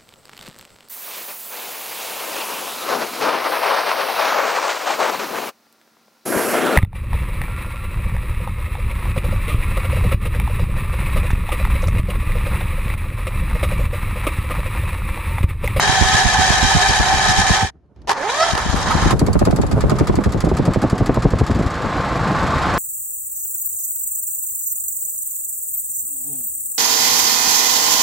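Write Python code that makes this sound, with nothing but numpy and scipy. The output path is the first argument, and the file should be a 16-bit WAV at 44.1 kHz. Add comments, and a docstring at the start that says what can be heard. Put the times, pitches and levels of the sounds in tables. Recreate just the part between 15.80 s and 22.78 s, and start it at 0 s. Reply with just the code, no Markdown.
"""A small petrol generator starts up

The electric starter cranks in vain, rests, clunks in again and whines up. The one-cylinder engine
catches, fires every other cycle, then runs evenly. Its exhaust points at a stereo microphone: each
stroke hisses first, then its puff of gas arrives and buffets the two microphone ports."""
import sys
import numpy as np
from scipy import signal
from scipy.fft import rfft, irfft, next_fast_len
from scipy.io import wavfile
from scipy.ndimage import uniform_filter1d, map_coordinates

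SR = 44100
rng = np.random.default_rng(int(sys.argv[2]) if len(sys.argv) > 2 else 0)


def file_out(sig):
    """Save sig as 16-bit WAV at sys.argv[1]."""
    # one column per channel
    cols = np.atleast_2d(sig).T
    # limit, then scale
    lim = np.clip(cols, -1, 1)
    pcm = np.round(lim * 32767).astype(np.int16)
    wavfile.write(sys.argv[1], SR, pcm)


N = 307818
TIME = np.arange(N) / SR
CAUGHT_S = 3.3  # the engine catches
SIDE = np.array([[1], [-1]])  # left, right; a pan is left minus right

# Uneven exhaust strokes. Each row: start in seconds, hiss level in dB.
UNEVEN_STROKES = [(3.308, -23), (3.3923, -24.5), (3.4636, -25.5), (3.5294, -26), (3.5906, -24.5),
                  (3.6506, -22.5), (3.708, -27), (3.7606, -26), (3.814, -25.5), (3.865, -40),
                  (3.9121, -22.5), (4.006, -22.5), (4.0955, -19), (4.185, -19.5), (4.2702, -21),
                  (4.354, -25.5), (4.437, -22), (4.5207, -25.5), (4.604, -24), (4.645, -25.5),
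                  (4.6869, -27), (4.7676, -21.5), (4.8516, -23.5), (4.9344, -22.5), (5.0165, -22),
                  (5.097, -24), (5.179, -25), (5.259, -22), (5.342, -24.5), (5.421, -22.5), (5.5038, -27.5),
                  (5.585, -22), (5.6642, -22.5), (5.705, -24.5), (5.7465, -26.5), (5.786, -26),
                  (5.823, -26.5), (5.86, -24.5), (5.901, -34.5)]
# Even running. Each row: time in seconds, firings a second, thump level in dB.
EVEN_RUN = [(5.88, 26.5, -32), (6.1, 26.4, -26), (6.42, 26.0, -24), (6.98, 26.0, -23)]
# The engine's sound draws to the middle. Each row: time in seconds, left-right likeness (1 is the same).
LIKENESS = [(3.3, 0.37), (3.9, 0.27), (4.3, 0.59), (4.6, 0.79), (5.1, 0.99), (5.8, 0.96), (6.3, 0.94),
            (6.98, 0.9)]
# Escaping gas. Each row: frequency in Hz, level in dB.
HISS_COLOUR = [(530, -8), (900, 3.5), (1750, 3), (2980, -9), (3250, -6), (5360, -7.5), (5910, -11.5),
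               (7590, -9), (9130, -22), (11500, -22), (12100, -23), (15700, -60), (22000, -120)]
# Takes the treble off thumps, rings and barks. Each row: frequency in Hz, gain in dB.
MUFFLING = [(1500, 0), (3000, -12), (6000, -40)]
# How the pipe and the silencer shell ring. Each row: pitch in Hz, width in Hz, level in dB.
PIPE_RINGS = [(175, 50, 0), (310, 60, -6), (470, 100, -10), (625, 40, -8), (885, 60, -10), (1042, 20, 0),
              (1130, 110, -7)]
SHELL_RINGS = [(1239, 30, 3), (2130, 92, -20)]
def exhaust(idle_gap_s=.075, idle_lead_s=.031):
    """Each stroke hisses and rings the silencer shell; even running also thumps the pipe in step."""
    rate, thump_db = curves(EVEN_RUN)
    hiss_db = curves(BLOCK_LEVELS)[0] - 6
    running = TIME > EVEN_RUN[0][0]
    turns = 2 * np.cumsum(rate * running) / SR + .9  # two shaft turns for each firing
    at = np.flatnonzero(np.diff(np.floor(turns)))
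    firing = np.floor(turns[at + 1]) % 2 == 0
    scatter = rng.standard_normal((len(at), 2))
    pushes, gas = np.zeros((2, N))
    pushes[at] = np.where(firing, 1, .35) * amp(1.3 * scatter[:, 0])
    gas[at] = firing * amp(hiss_db[at] + 1.4 * scatter[:, 1])
    starts, db = np.transpose(UNEVEN_STROKES)
    chance = rng.standard_normal((len(starts), 3))
    fired = np.round(starts * SR).astype(int)
    # after a long gap, a faint idle stroke leads the next firing
    idle = np.round((starts - idle_lead_s) * SR).astype(int)[1:][np.diff(starts) > idle_gap_s]
    gas[fired] = amp(db)
    gas[idle] = amp(-34 + 2 * chance[:len(idle), 1])
    snaps = valve_snaps(fired, idle, chance)
    age = TIME[:SR // 8]
    hold = (1 - np.exp(-age / .0025)) * amp(-60 * age / .2) / (1 + (age / .028) ** 6)
    alike, = curves(LIKENESS)
    hiss = play_at(gas, hold) * amp(-1.5 + 2.1 * wobble(340)) * coloured(noise(alike), HISS_COLOUR)
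    thump = coloured(ringing(pushes, PIPE_RINGS), MUFFLING) * np.sqrt(running.mean())
    shell = ringing(gas ** 2, SHELL_RINGS, spread_ms=.022)  # hard strokes ring it far more
    return snaps + hiss + amp(-41) * coloured(shell, MUFFLING) + amp(thump_db) * thump


# The valve's tick. Each row: frequency in Hz, level in dB.
TICK_COLOUR = [(500, -33.5), (1200, -12.5), (3000, -17), (4200, -12), (4600, 1), (5200, -13.5),
               (7800, -6.5), (9500, -14), (12000, -13), (16000, -4.5)]
# Its pings. Each row: pitch in Hz, level in dB, seconds to fade by 60 dB.
VALVE_PINGS = [(4260, -21, 0.025), (4850, -5, 0.018), (7070, -0.5, 0.028), (8100, -9.5, 0.034),
               (10300, -14, 0.017)]
def valve_snaps(fired, idle, chance, fade_db_per_s=5.5):
    """The valve snaps open with a tick and a ping, ever fainter as the engine settles."""
    starts, db = np.transpose(UNEVEN_STROKES)
    hurried = np.diff(starts, prepend=0) < .05  # close behind the last stroke, so softer
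    snap_db = -30.5 - fade_db_per_s * (starts - CAUGHT_S) + .44 * (db - db.mean()) - 5 * hurried
    snaps = np.zeros(N)
    snaps[fired] = amp(snap_db + 1.6 * chance[:, 0])
    snaps[idle] = amp(-61.5 + 2.5 * chance[:len(idle), 2])
    age = TIME[:SR // 8]
    shape = (1 - np.exp(-(age / .0014) ** 2)) * amp(-60 * age / .044)
    alike, = curves(LIKENESS)
    tick = amp(17.5) * play_at(snaps, shape) * coloured(noise(alike - .25), TICK_COLOUR)
    pings = 0
    for hz, ping_db, fade_s in VALVE_PINGS:
        ping = amp(-60 * age / fade_s) * np.sin(2 * np.pi * hz * age)
        pings += play_at(snaps * amp(ping_db + 3.2 * wobble(38)), ping)
    return tick + amp(1 - 1.5 * SIDE) * pings


# Puffs reaching the microphone. Each row: start in seconds, level in dB.
GAS_PUFFS = [(0.081, -17.5), (0.21, -9), (0.331, -17), (0.45, -14.5), (0.583, -14), (0.699, -12),
             (0.827, -11), (0.947, -7), (1.09, -17), (1.197, -11), (1.335, -17), (1.475, -14), (1.583, -12),
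             (1.699, -8), (1.824, -14), (2.731, -21), (2.851, -17.5), (2.931, -15), (3.145, -12),
             (3.226, -13), (3.256, -4.5), (3.33, -7), (3.418, -5.5), (3.485, -9), (3.554, -5.5),
             (3.613, -5), (3.671, -8.5), (3.726, -10), (3.787, -8), (3.831, -16.5), (3.931, -7.5),
             (4.037, -7), (4.123, -11.5), (4.207, -6), (4.295, -7), (4.334, -18.5), (4.373, -10),
             (4.459, -6), (4.548, -10.5), (4.634, -7.5), (4.668, -7.5), (4.716, -11), (4.795, -7),
             (4.877, -5), (4.959, -8), (5.038, -10), (5.125, -7), (5.209, -6.5), (5.294, -7),
             (5.368, -10.5), (5.452, 0), (5.532, -7.5), (5.609, -5), (5.699, -10.5), (5.746, -14.5),
             (5.794, -8.5), (5.84, -13.5), (6.045, -17), (6.309, -16.5), (6.405, -17), (6.455, -19),
             (6.549, -20.5), (6.631, -16), (6.757, -15), (6.857, -21.5), (6.937, -18)]
# Where the jet points. Each row: time in seconds, pan in dB.
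JET_AIM = [(0, -17), (1.3, -1.5), (1.8, 2), (2.7, 10.5), (3.15, 12.5), (3.3, -4), (6.98, 2.5)]
# How differently the two ports feel an eddy. Each row: time in seconds, amount (0 is the same).
PORT_CONTRAST = [(3, 3), (3.4, 2.9), (4.3, 2.9), (4.6, 1), (5.8, 0.47), (6, 0.44)]
# How the ports colour an eddy. Each row: frequency in Hz, gain in dB.
PORT_COLOUR = [(15, -21.5), (40, 5.5), (100, 0.5), (200, -2), (350, -4.5), (700, 1), (1300, 0),
               (2200, -8.5), (5000, -35)]
def puffs(eddies=12, strays_per_s=7, stray_db=-23, lead_s=.03):
    """A puff is a cluster of eddies (swirls of gas), each one swing of pressure on the ports."""
    out = np.zeros((2, N + SR))
    t = np.arange(SR // 4) / SR - lead_s
    even_s, order = EVEN_RUN[0][0], np.arange(eddies)
    slots = np.arange(even_s, N / SR, 1 / strays_per_s)
    strays = [(s + rng.random() / strays_per_s, stray_db) for s in slots]
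    for s, db in GAS_PUFFS + strays:
        length_s = .036 * amp(.402 * (-9 - 8 * (s > even_s) - db))  # weak puffs linger
        eddy_s = .001056 if s > CAUGHT_S else .00145  # smaller once the engine fires
        pan_db = np.interp(s, *np.transpose(JET_AIM)) + 2.5 * rng.standard_normal()
        jitter, size, sign, share, lag, odd = rng.random((eddies, 6)).T
        when = -length_s * .51 * np.log(1 - .97 * (order + jitter) / eddies) * (order > 0)
        width = eddy_s * amp(-1 + 9 * (size - .5) + 6.5 * (when / length_s - .4))  # later is larger
        swell = np.exp(-when / (.59 * length_s)) * (1.3 - np.exp(-when / .0042))
        strength = np.sign(sign - .5) * swell * amp(-5 * np.log(1 - .95 * odd))  # a few stand out
        strength[2] = .9 * np.sign(strength[2])  # a strong eddy comes early
        unlike = np.interp(s, *np.transpose(PORT_CONTRAST))
        puff = np.zeros((2, len(t)))
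        for port, side in enumerate((1, -1)):
            passage = (t - when[:, None]) / width[:, None] - side * .39 * unlike * (lag[:, None] - .5)
            swings = passage * np.exp(-np.abs(passage) ** 1.354)
            puff[port] = (strength * (1 + side * unlike * (share - .5))) @ swings
        energy = amp(2 * db - 3.5) * length_s * SR
        puff *= np.sqrt(energy / np.sum(puff ** 2, axis=1, keepdims=True))
        start = round((s - lead_s) * SR)
        out[:, start:start + len(t)] += puff * amp(SIDE * pan_db / 2)
    return filtered(out[:, :N], lambda hz: amp(along(PORT_COLOUR, hz)))


# Sharp barks inside fired puffs. Each row: start in seconds, level in dB, pitch in Hz, pan in dB.
PUFF_BARKS = [(3.415, -8, 307, 2), (3.484, -12, 420, -12), (3.555, -7, 564, -7), (3.564, -8, 322, 0.0),
              (3.616, -7, 301, -6), (3.626, -6, 530, 3), (3.672, -3.5, 543, 2), (3.684, -6.5, 420, 1),
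              (3.703, -11.5, 305, 4.0), (3.727, -8, 298, -6), (3.787, -12, 390, 11),
              (3.835, -11.5, 433, 14), (3.914, -13, 310, -4), (3.942, -21, 310, 2.0),
              (4.038, -11, 413, -13), (4.119, -7, 301, -15), (4.209, -2, 407, 0), (4.297, -4, 416, -4),
              (4.341, -9.5, 361, 6), (4.387, -8, 300, -10), (4.463, -25, 298, 0), (4.545, -15, 363, 13),
              (4.639, -10, 425, -3), (4.666, -19, 304, 7), (4.715, -11, 386, -4.0), (4.794, -10.5, 369, -1),
              (4.876, -14, 420, 4), (4.885, -8, 332, -2), (4.96, -12, 390, -4.0), (5.039, -7.5, 356, -2.0),
              (5.128, -16, 390, -4), (5.207, -10.5, 322, -1), (5.294, -4.5, 314, 2), (5.372, -6.5, 473, -2),
              (5.456, -10, 450, 0), (5.535, -11, 484, -3), (5.61, -14, 330, -3), (5.697, -13, 510, -5),
              (5.79, -16, 360, 0)]
def barks(fade_cycles=2.25, pitch_sag=.44, spit_db=-8.5):
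    """A few fast swings of pressure start hard and fall in pitch, with a spit of rough noise."""
    out, t = np.zeros((2, N)), TIME[:SR // 25]
    rise = 1 - np.exp(-(t / .00084) ** 2)
    for (s, db, hz, pan_db), (turn, apart) in zip(PUFF_BARKS, rng.random((len(PUFF_BARKS), 2)) - .5):
        unlike = 1 - np.interp(s, *np.transpose(LIKENESS))
        fade = np.exp(-t * hz / fade_cycles)
        cycles = np.cumsum(hz * (1 + pitch_sag * (1.51 * fade - .8))) / SR
        phase = 2 * np.pi * (cycles + .5 + .28 * turn + 1.13 * unlike * apart * SIDE)
        swing = np.sin(phase) + .63 * fade * (np.sin(2 * phase) + .17 * np.sin(3 * phase))
        shared, own = uniform_filter1d(rng.standard_normal((2, len(t))), size=26, axis=1)
        spit = unit(shared + np.sqrt(unlike) * own * SIDE)
        bark = rise * (fade * swing + amp(spit_db) * fade ** 1.3 * spit)
        start = round(s * SR)
        out[:, start:start + len(t)] += amp(db + 3.5 + SIDE * pan_db / 2) * bark
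    return filtered(out, lambda hz: amp(along(MUFFLING, hz)))


# Which port each part of the starter faces. Each row: frequency in Hz, pan in dB.
STARTER_PAN = [(400, -2), (1200, -3.5), (1550, 2), (1900, -1.5), (2380, 8.5), (2900, -8), (3150, -3),
               (3500, 0.5), (3880, -1), (4300, -1), (5700, 2.5), (6500, 6), (7100, 2), (8000, -7.5),
               (9000, 5)]
def starter():
    """An electric motor turns the engine through gears that groan, rattle, knock and whine."""
    gears = gear_groan() + gear_rattle() + gear_knocks() + gear_whine()
    return filtered(gears, lambda hz: amp(SIDE * along(STARTER_PAN, hz) / 2))


# Surges of load. Each row: time in seconds, level in dB.
LOAD_SURGES = [(2.785, -19), (2.83, -32), (2.9, -23.5), (2.97, -17.5), (3.01, -21), (3.115, -14.5),
               (3.17, -27), (3.235, -20.5), (3.27, -27), (3.316, -15)]
# How loaded gears ring. Each row: pitch in Hz, width in Hz, level in dB.
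GROAN_RINGS = [(910, 81, 3.5), (1048, 45, 9.5), (1250, 110, 7), (1660, 140, -19)]
def gear_groan():
    """The gears groan as they push against the gas squeezed in the cylinder."""
    times, db = np.transpose(LOAD_SURGES)
    return amp(db) @ bumps(times, .017) * ringing(noise(.54), GROAN_RINGS)


# The rattle. Each row: time in seconds, then ringing, grinding and treble levels in dB.
RATTLE_LEVELS = [(0, -14.5, -23, -16), (1.8, -16, -22, -18), (1.87, -26, -33.5, -29.5),
                 (1.9, -36.5, -41, -38), (1.915, -72, -88, -97), (2.27, -91, -79, -89),
                 (2.3, -20, -10.5, -48), (2.34, -36, -25.5, -50), (2.43, -31.5, -23, -35),
                 (2.5, -23, -26.5, -26.5), (2.71, -19.5, -24, -20), (2.74, -22.5, -23, -28),
                 (2.82, -24.5, -22.5, -28), (2.93, -32, -23.5, -28.5), (3.15, -25, -20, -25),
                 (3.32, -24.5, -21, -30.5), (3.36, -51, -49, -53), (3.4, -86, -95, -90)]
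# When the piston squeezes the gas during the first try, in seconds.
SQUEEZES = [-.04, .2, .45, .69, .935, 1.2, 1.425, 1.685]
# The starter's housing (low) and casing (high). Each row: pitch in Hz, width in Hz, level in dB.
HOUSING_RINGS = [(408, 23, -11), (770, 48, -6), (842, 21.3, -5), (908, 33, -8), (1042, 14, -7.5),
                 (1261, 19, -4), (1561, 10.5, -6), (1608, 19, -6), (1731, 17, 2), (1833, 22, -4),
                 (2090, 44, -18.5), (2364, 28, -11), (1700, 64, -6)]
CASING_RINGS = [(3140, 35, 0), (3218, 30, 0), (3430, 45, -2), (3780, 60, -3), (3885, 80, -1),
                (4250, 140, -6), (4700, 70, -3), (5100, 130, -6), (5565, 70, -2), (5666, 40, -5),
                (6250, 200, -10), (6540, 160, -4), (6950, 300, -10), (7900, 500, -17), (10000, 2500, -22)]
# Grinding teeth. Each row: frequency in Hz, level in dB.
GRIND_COLOUR = [(300, -11), (600, 0), (900, 7), (1300, 1), (2000, -5), (2800, -21.5), (4200, -14),
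                (6600, -19), (9000, -35.5), (12000, -51), (13000, -72.5)]
def gear_rattle(waver_ms=.079, loaded_s=2.72):
    """Teeth strike unevenly and shake the housing; the ringing sags after each squeeze."""
    ring_db, grind_db, treble_db = curves(RATTLE_LEVELS)
    sag_db = -2.5 * bumps(np.add(SQUEEZES, .11), .013).sum(0)
    strikes = amp(1.57 * wobble(300) + 1.06 * wobble(40.38))
    housing = ringing(strikes * noise(.54), HOUSING_RINGS, spread_ms=.083)
    ring = amp(ring_db + sag_db) * wavering(housing, waver_ms, rate=27)
    grind = amp(grind_db + 2.4 * wobble(90)) * coloured(noise(.82), GRIND_COLOUR)
    casing = ringing(strikes * noise(.33), CASING_RINGS, spread_ms=.055)
    casing = coloured(casing, [(9000, -3.5), (11300, -9.5), (12200, -40)])
    casing = wavering(casing, np.where(TIME < loaded_s, waver_ms / 2, .4), rate=25)  # blurs under load
    return ring + grind + amp(treble_db + 1.3 * sag_db + .7 * wobble(6.4)) * casing


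# The key, the gears meeting, then later knocks. Each row: start in seconds, level in dB.
KNOCK_HITS = [(2.162, -45), (2.218, -35.5), (2.274, -14), (2.279, -14), (2.284, -11), (2.288, -11),
              (2.294, 3), (2.3055, -3), (2.313, -1), (2.3175, -5), (2.33, -9), (2.752, -4), (2.778, -1.5),
              (2.964, -11.5), (3.109, -12), (3.308, -4.5)]
# How the starter's small gear rings. Each row: pitch in Hz, width in Hz, level in dB.
SMALL_GEAR_RINGS = [(400, 81, -4), (830, 60, -1), (896, 55, -3), (1260, 90, -11), (1780, 85, -6),
                    (2570, 110, -21)]
def gear_knocks(fade_s=.031):
    """Each knock makes a short clunk and rings the small gear."""
    blows, taps = np.zeros((2, N))
    for s, db in KNOCK_HITS:
        blows += amp(db - 60 * np.abs(TIME - s) / fade_s) * (TIME > s)
        taps[round(s * SR)] = amp(db)
    colour = [(150, -33.5), (400, -15.5), (900, -.5), (1400, -22), (5000, -17.5), (12000, -38.5),
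              (13000, -59)]
    clunk = np.sqrt(np.mean(blows ** 2)) * coloured(blows * noise(.38), colour)
    return amp(-9.5) * clunk + amp(-39.5) * ringing(taps, SMALL_GEAR_RINGS, spread_ms=.0295)


# The whine stops, then climbs. Each row: time in seconds, pitch in Hz, level in dB, overtones in dB.
WHINE_PATH = [(1.854, 774, -31.5, -16), (1.901, 754.4, -78, -16), (2.33, 219.6, -80, -1),
              (2.358, 233.4, -41, 8), (2.42, 301.3, -32.5, 3), (2.46, 410.6, -29.5, -4.5),
              (2.495, 470, -31, 2), (2.53, 536.3, -30, -2), (2.565, 583, -28.5, -3), (2.61, 636, -21, -6),
              (2.64, 677.5, -26.5, -0.5), (2.66, 688, -23.5, -3), (2.71, 681, -19.5, -10),
              (2.749, 697, -66, -4)]
# Its overtones. Each row: multiple of the pitch, level in dB.
WHINE_OVERTONES = [(2, 3), (3, -5), (4, -13), (5, -8), (6, -8), (7, -10.5), (8, -8)]
def gear_whine(teeth=9, brake_s=.01664, recover_s=.13):
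    """Teeth meet fast enough to sing a note; each squeeze brakes the starter and lowers it."""
    free, braked = (771.6, -26.5, -11.5), (724.3, -29, -11.5)  # pitch, level, overtones
    cranking = []
    for s in SQUEEZES:
        cranking += [(s - brake_s / 2, *free), (s + brake_s / 2, *braked), (s + recover_s, *free)]
    hz, level_db, overtone_db = curves(cranking + WHINE_PATH)
    rough = amp(overtone_db)  # greatest while it gathers speed
    hz = hz * (1 + (.0045 + .012 * rough) * wobble(150) + .013 * wobble(28))
    phase = 2 * np.pi * np.cumsum(hz) / SR + .16 * rough * wobble(250)
    tone = np.sin(phase) + amp(-8.5) * np.sin(phase * (teeth + 1) / teeth)  # a worn tooth adds a note
    for multiple, db in WHINE_OVERTONES:
        gain = amp(overtone_db + db + 1.4 * wobble(150) + 3.3 * wobble(30))
        tone += gain * np.sin(multiple * (phase + .069 * wobble(200)))
    tone = tone * amp(level_db + 3.5 * wobble(110) + 2.3 * wobble(34.95) - 1.1 * wobble(21.94) * SIDE)
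    # louder wherever it passes a pitch at which the housing rings
    return filtered(tone, lambda f: 1 + amp(3) * sum(
        1 / (1 + ((f - pitch) / (1.22 * width)) ** 2) for pitch, width, _ in HOUSING_RINGS))


# The engine block's rattle. Each row: time in seconds, level in dB.
BLOCK_LEVELS = [(2.9, -35), (3.21, -23.5), (3.32, -53), (3.4, -35), (3.71, -35.5), (4.19, -31.5),
                (4.6, -33.5), (5.0, -29.5), (5.59, -30.5), (6.06, -23.5), (6.5, -21), (6.98, -18.5)]
# How the block rings. Each row: pitch in Hz, width in Hz, level in dB.
BLOCK_RINGS = [(183, 21, 14), (340, 35, 0), (727, 58, 10), (860, 200, 13.5), (1054, 25, 19),
               (1090, 160, -0.5), (1140, 28, 14.5), (1150, 57, -4), (1590, 400, -27)]
# Cooling air. Each row: frequency in Hz, level in dB.
FAN_COLOUR = [(900, -22), (1500, 3.5), (3000, -10), (4000, -9), (6000, -19.5), (7800, -21.5), (8600, -35),
              (12000, -38), (13000, -55), (20000, -120)]
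def block_and_fan(fan_db=-7):
    """The block rattles and cooling air rushes, dipping slightly after each uneven stroke."""
    block_db, = curves([(BLOCK_LEVELS[0][0] - .2, -90)] + BLOCK_LEVELS)
    alike, = curves(LIKENESS)
    lull_db = -bumps(np.transpose(UNEVEN_STROKES)[0] + .044, .01).sum(0)
    shaking = amp(1.1 * wobble(120)) * noise(alike + .05)
    ring = coloured(ringing(shaking, BLOCK_RINGS), MUFFLING)
    rattle = coloured(noise(alike + .06), [(200, -31), (500, -5.5), (1500, -19.5), (3000, -31),
                                           (6000, -50)])
    fan = amp(fan_db + lull_db + .99 * wobble(30)) * coloured(noise(alike - .04), FAN_COLOUR)
    return amp(block_db) * (ring + .5 * rattle + fan)


# Gas flowing over the ports. Each row: time in seconds, rumble level in dB, flutter level in dB.
DRAUGHT_LEVELS = [(0, -28, -36.5), (.7, -28.5, -45), (1.75, -30.5, -36.5), (1.85, -38, -60),
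                  (1.96, -76, -58.5), (2.21, -60, -54.5), (2.35, -62, -39), (2.55, -49, -46),
                  (2.7, -37, -34), (2.76, -33, -42), (3.07, -25.5, -24), (3.96, -23.5, -18),
                  (4.5, -29.5, -22.5), (5.21, -39, -21.5), (5.99, -36.5, -25), (6.67, -28, -24),
                  (6.98, -29.5, -24.5)]
# The rumble, then the flutter. Each row: frequency in Hz, level in dB.
RUMBLE_COLOUR = [(12, -25.5), (25, -11.5), (50, 3), (90, -0.5), (200, -6.5), (600, -48)]
FLUTTER_COLOUR = [(40, -29), (110, -0.5), (300, -6), (700, -15.5), (1500, -29), (3000, -67)]
def draught():
    """Flowing gas rumbles and flutters on the ports; the flutter calms while a puff is on its way."""
    rumble_db, flutter_db = curves(DRAUGHT_LEVELS)
    calm_db = -4.5 * bumps(np.transpose(UNEVEN_STROKES)[0], .0082).sum(0)
    alike, = curves(LIKENESS)
    lumps = amp(3.7 * wobble(40) + 1.5 * np.array([wobble(40), wobble(40)]))
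    rumble = coloured(noise(alike - .2), RUMBLE_COLOUR)
    flutter = coloured(lumps * noise(alike + .46), FLUTTER_COLOUR)
    return amp(rumble_db + 4.5) * rumble + amp(flutter_db + calm_db + 1.5) * flutter


# The background. Each row: time in seconds, level in dB.
AIR_LEVELS = [(1.85, -48), (2.0, -55), (2.14, -58), (2.17, -39.5), (2.27, -42), (2.3, -48)]
# Its tone. Each row: frequency in Hz, level in dB.
AIR_COLOUR = [(18, -35), (30, -12), (65, 9), (148, -6), (223, -14), (319, -7.5), (621, -23.5),
              (6600, -46.5), (9000, -85), (11700, -110), (19800, -120)]
def distant_air():
    """A low, distant hum of air lies under everything."""
    return amp(curves(AIR_LEVELS)[0]) * coloured(noise(.72), AIR_COLOUR)


def amp(db):
    """Turn dB into a gain."""
    return 10 ** (np.asarray(db) / 20)


def unit(x):
    """Scale to an average power of 1."""
    return x / np.sqrt(np.mean(x ** 2) + 1e-20)


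def along(points, hz):
    """Read between (Hz, value) points, spaced by octaves."""
    f, v = np.transpose(points)
    return np.interp(np.log(hz + 1), np.log(f + 1), v)


def curves(rows):
    """One value per sample for each column after the time."""
    times, *columns = np.transpose(rows)
    return [np.interp(TIME, times, column) for column in columns]


def wobble(rate):
    """A smooth curve through `rate` random points a second."""
    return map_coordinates(rng.standard_normal(int(N * rate / SR) + 4), [np.arange(N) * rate / SR])


def bumps(times, wide_s):
    """One smooth hump of height 1 per time."""
    return np.exp(-((TIME - np.reshape(times, (-1, 1))) / wide_s) ** 2)


def noise(alike):
    """Stereo white noise with a given left-right likeness."""
    a, b = rng.standard_normal((2, N))
    turn = np.arccos(np.clip(alike, -1, 1)) / 2
    return np.cos(turn) * a + np.sin(turn) * b * SIDE


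def play_at(hits, shape):
    """Start a copy of the shape at every hit."""
    return signal.fftconvolve(hits, shape)[:N]


def filtered(x, response):
    """Give each frequency its own gain."""
    size = next_fast_len(x.shape[-1] + 8192)
    return irfft(rfft(x, size) * response(np.fft.rfftfreq(size, 1 / SR)), size)[..., :x.shape[-1]]


def coloured(x, colour):
    """Shape the tone by (Hz, dB) points, at power 1."""
    return unit(filtered(x, lambda hz: amp(along(colour, hz))))


def ringing(x, rings, spread_ms=0):
    """Ring at the given pitches, at power 1; with a spread, they reach left or right first in turn."""
    leads = spread_ms / 1000 * (-1.) ** np.arange(len(rings))[:, None, None] * SIDE
    return unit(filtered(x, lambda f: sum(
        amp(db) * np.exp(1j * np.pi * hz * lead) * 1j * f * width / (hz * hz - f * f + 1j * f * width)
        for (hz, width, db), lead in zip(rings, leads))))


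def wavering(x, depth_ms, rate):
    """Read the sound slightly early or late, so its pitch wavers."""
    at = np.arange(N) + depth_ms / 1000 * SR * wobble(rate)
    return np.array([map_coordinates(port, [at], order=3, mode="nearest") for port in x])


def scene():
    """The generator and the air around it."""
    return starter() + exhaust() + block_and_fan() + puffs() + draught() + barks() + distant_air()


def record(dry, top_hz=16300):
    """Strong puffs flatten at the top; the treble is dulled above about 12 kHz."""
    soft = dry / (1 + np.abs(dry / 1.05) ** 4) ** (1 / 4)
    roll_off = [(11800, -3), (12400, -24), (16000, -23.5)]
    return filtered(soft, lambda hz: amp(along(roll_off, hz)) * (hz < top_hz))


dry = scene()
out = record(dry)
file_out(out)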